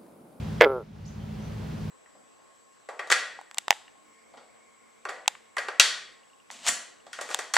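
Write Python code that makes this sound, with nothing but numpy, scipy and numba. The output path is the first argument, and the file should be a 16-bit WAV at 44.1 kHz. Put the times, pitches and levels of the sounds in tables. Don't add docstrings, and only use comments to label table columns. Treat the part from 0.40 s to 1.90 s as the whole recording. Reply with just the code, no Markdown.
import sys
import numpy as np
from scipy import signal
from scipy.fft import rfft, irfft
from scipy.io import wavfile
from scipy.ndimage import uniform_filter1d
from numba import njit

SR = 44100
rng = np.random.default_rng(int(sys.argv[2]) if len(sys.argv) > 2 else 0)


def pcm_store(signal):
    levels = np.round(np.clip(np.atleast_2d(signal), -1, 1) * 32767)
    wavfile.write(sys.argv[1], SR, levels.astype(np.int16).T)


N = 66150


def undb(db):
    return 10 ** (np.asarray(db) / 20)


def unit(x):
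    return x / np.sqrt(np.mean(x ** 2))


def pan(db):
    return undb(np.array([[db], [-db]]) / 2)


def widen(mid, side):
    return np.array([mid + side, mid - side])


@njit
def svf(x, hz, k):
    y, b, l = np.empty((3, len(x))), 0., 0.
    for i in range(len(x)):
        g = np.tan(np.pi * hz[i] / SR)
        v = (b + g * (x[i] + 1e-18 - l)) / (1 + g * (g + k[i]))
        low = l + g * v
        b, l = 2 * v - b, 2 * low - l
        y[0, i], y[1, i], y[2, i] = low, k[i] * v, x[i] - k[i] * v - low
    return y


def band(x, hz, width):
    hz = hz * np.ones(N)
    return svf(x, hz, width / hz)[1]


def lowpass(x, hz):
    for k in 2 * np.sin(np.radians([75, 45, 15])):
        x = svf(x, hz * np.ones(N), np.full(N, k))[0]
    return x


def walk(rate):
    hold = int(SR / rate)
    steps = np.repeat(rng.standard_normal(200), hold)[:N]
    return unit(uniform_filter1d(uniform_filter1d(steps, hold), hold))


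def colour(x, points):
    hz, db = np.array(points).T
    f = np.maximum(np.fft.rfftfreq(N, 1 / SR), 1)
    return irfft(rfft(x) * undb(np.interp(np.log(f), np.log(hz), db)), N)


def noise_pair(eq):
    return [unit(colour(rng.standard_normal(N), eq)) for _ in range(2)]


def click(at):
    offset = np.arange(N) - at * SR
    return np.sinc(offset) * np.sinc(offset / 8) * (np.abs(offset) < 8)


def scatter(x, t60):
    t = np.arange(SR // 2) / SR
    tail = rng.standard_normal((2, len(t))) * np.exp(-np.log(1000) * t / t60)
    return signal.fftconvolve(x[None], tail / np.sqrt(np.sum(tail ** 2) / 2), axes=1)[:, :N]


def hum(waver_db=1.8, drift=.005, rumble_db=-38):
    # pitch in Hz, level in dB.
    partials = [(66, -44.5), (104.5, -43.5), (157, -40), (210, -42), (421, -60)]
    # frequency in Hz, relative level in dB.
    rumble_eq = [(22, -32), (45, -14), (65, -7), (100, 0.5), (135, -4.5), (195, -7), (245, -12),
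                 (320, -27.5), (600, -54.5)]
    tones = 0
    for hz, db in partials:
        level = np.sqrt(2) * undb(db + waver_db * walk(33))
        cycles = rng.random() + np.cumsum(hz * (1 + drift * walk(5.4))) / SR
        tones += level * np.sin(2 * np.pi * cycles)
    mid, side = noise_pair(rumble_eq)
    return tones + undb(rumble_db) * widen(mid, undb(-27) * side)


def water(level_db=-44.5, ripple_db=.17):
    # frequency in Hz, relative level in dB.
    hiss_eq = [(25, -7), (200, 4), (420, -2), (700, -5.5), (1400, -12), (3000, -16), (5500, -22),
               (8500, -31.5), (12500, -38), (15500, -42)]
    # frequency in Hz, side over mid in dB.
    side_eq = [(100, -2), (1000, 0.5), (2500, -6), (5000, -5.5), (12000, 5.5)]
    mid, side = noise_pair(hiss_eq)
    hiss = widen(mid, colour(side, side_eq))
    return hiss * undb(level_db + ripple_db * walk(14)) * pan(-.5)


def bird(t, roughness=.022, woods_db=3):
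    # start and length in seconds, first and last pitch in Hz, level in dB.
    notes = [(0.649, .014, 3970, 6250, -46), (0.657, .012, 6040, 8100, -48),
             (0.675, 0.011, 5750, 6500, -44.5), (0.792, 0.021, 3290, 2980, -55),
             (.985, 0.113, 6120, 5820, -63)]
    flutter = 1 + roughness * unit(lowpass(rng.standard_normal(N), hz=467))
    song = 0
    for at, length, start_hz, end_hz, db in notes:
        progress = np.clip((t - at) / length, 0, 1)
        hz = (start_hz + (end_hz - start_hz) * progress) * flutter
        song += undb(db) * np.sin(np.pi * progress) * np.sin(2 * np.pi * np.cumsum(hz) / SR)
    return song + undb(woods_db) * scatter(song, t60=.35)


def rasp(gate, hz=11300, width_hz=3200):
    fizz = band(band(rng.standard_normal(N), hz, width_hz), hz, width_hz)
    return undb(-47.5) * gate * unit(fizz)


def crackle(pulses, decay_s=.0025):
    # frequency in Hz, relative level in dB.
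    burst_eq = [(300, -30.5), (1500, -4), (3300, 3.5), (4000, -13), (4900, -19), (7000, -24), (9000, -30),
                (12000, -23), (15500, -20.5)]
    envelope = signal.lfilter([1], [1, -np.exp(-1 / (decay_s * SR))], pulses)
    mid, side = noise_pair(burst_eq)
    return undb(-21) * envelope * widen(mid, undb(-20.5) * side)


def throat_ring(pulses):
    # centre in Hz, width in Hz, gain in dB.
    modes = [(1740, 53, -12.5), (2066, 196, -14.5), (3130, 300, -32), (4750, 260, -38)]
    # frequency in Hz, gain in dB.
    radiation = [(500, -30), (1200, -10), (1600, 0), (3500, -1), (4000, -8), (4800, -3), (5600, -15),
                 (7500, -32), (14000, -55)]
    return colour(sum(undb(db) * band(pulses, hz, width) for hz, width, db in modes), radiation)


def vocal_sac(t, pulses, slack_at_s=.241, slackening_s=.005):
    # slack centre in Hz, width in Hz, gain in dB, share by which tension raises the centre.
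    modes = [(438.3, 166.6, -1.5, 0.19), (565, 350, -7.5, .08), (759, 130, -12, 0.12),
             (1349, 92, -13.5, 0.13)]
    # frequency in Hz, gain in dB.
    radiation = [(120, -20), (260, -11), (380, -3.5), (1400, -4.5), (1580, -7.5), (2400, -32), (4000, -58)]
    tension = .5 - .5 * np.tanh((t - slack_at_s) / (2 * slackening_s))
    body = sum((-1) ** k * undb(db) * band(pulses, hz * (1 + rise * tension), width)
               for k, (hz, width, db, rise) in enumerate(modes))
    return colour(body, radiation)


def frog(t, uneven_db=2.1, bank_db=-17):
    # time in seconds, sac drive in dB, throat drive in dB.
    snaps = [(.2066, -39, -15), (.2107, 8, 6.5), (.2150, 2.5, 1.5), (.2190, 12.5, 8), (.2217, 7, 8.5)]
    # time in seconds, sac drive in dB, throat drive in dB.
    buzz = [(.228, 7, 1.5), (.24, 5, 2), (0.247, 0, 4), (0.259, 3, -25), (.28, -3, -27),
            (.312, -2.5, -28.5), (0.379, -12, -47.5), (0.43, -24, -60)]
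    # time in seconds, pulse rate in Hz.
    pitch = [(.2281, 190), (.235, 165), (.249, 166), (.262, 139), (.272, 134), (.285, 134), (.312, 134.5),
             (.335, 128.5), (.38, 123), (.42, 102), (.43, 100)]
    pitch_s, rate_hz = np.array(pitch).T
    buzz_s, sac_db, throat_db = np.array(buzz).T
    sounding = (t >= pitch_s[0]) & (t <= pitch_s[-1])
    cycles = np.cumsum(np.interp(t, pitch_s, rate_hz) * sounding) / SR
    onsets = np.append(pitch_s[0], t[np.searchsorted(cycles, np.arange(1, cycles[-1]))])
    accents = uneven_db * rng.standard_normal(80)
    pulses = snaps + [(at, np.interp(at, buzz_s, sac_db) + db, np.interp(at, buzz_s, throat_db) + db)
                      for at, db in zip(onsets, accents)]
    sac_drive = sum(click(at) * undb(db) for at, db, _ in pulses)
    throat_drive = sum(click(at) * undb(db) for at, _, db in pulses)
    makeup = SR / (2 * rate_hz.mean())
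    sac = makeup * vocal_sac(t, sac_drive)
    ring = makeup * throat_ring(throat_drive)
    gate = np.exp(-(cycles % 1) / .4) * undb(np.interp(t, buzz_s, sac_db) / 2) * sounding
    bright = ring + rasp(gate) + crackle(throat_drive)
    return sac * pan(-1) + bright * pan(-3) + undb(bank_db) * scatter(sac + ring, t60=.13)


def scene():
    t = np.arange(N) / SR
    return frog(t) + hum() + water() + bird(t)


@njit
def duck(over_db, attack_s, hold_s, release_s):
    out, cut, wait = np.empty(len(over_db)), 0., 0.
    for i in range(len(over_db)):
        if over_db[i] > cut:
            cut += (over_db[i] - cut) / (attack_s * SR)
            wait = hold_s
        elif wait > 0:
            wait -= 1 / SR
        else:
            cut -= cut / (release_s * SR)
        out[i] = cut
    return out


def record(dry):
    threshold, top_hz = .53, 15800
    over_db = 20 * np.log10(np.maximum(np.abs(dry).max(axis=0) / threshold, 1))
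    ducked = dry * undb(-duck(over_db, attack_s=.0008, hold_s=.3, release_s=.35))
    rounded = 1.101 * np.tanh(ducked)
    return signal.sosfilt(signal.ellip(8, .2, 70, top_hz, fs=SR, output="sos"), rounded)


dry = scene()
out = record(dry)
pcm_store(out)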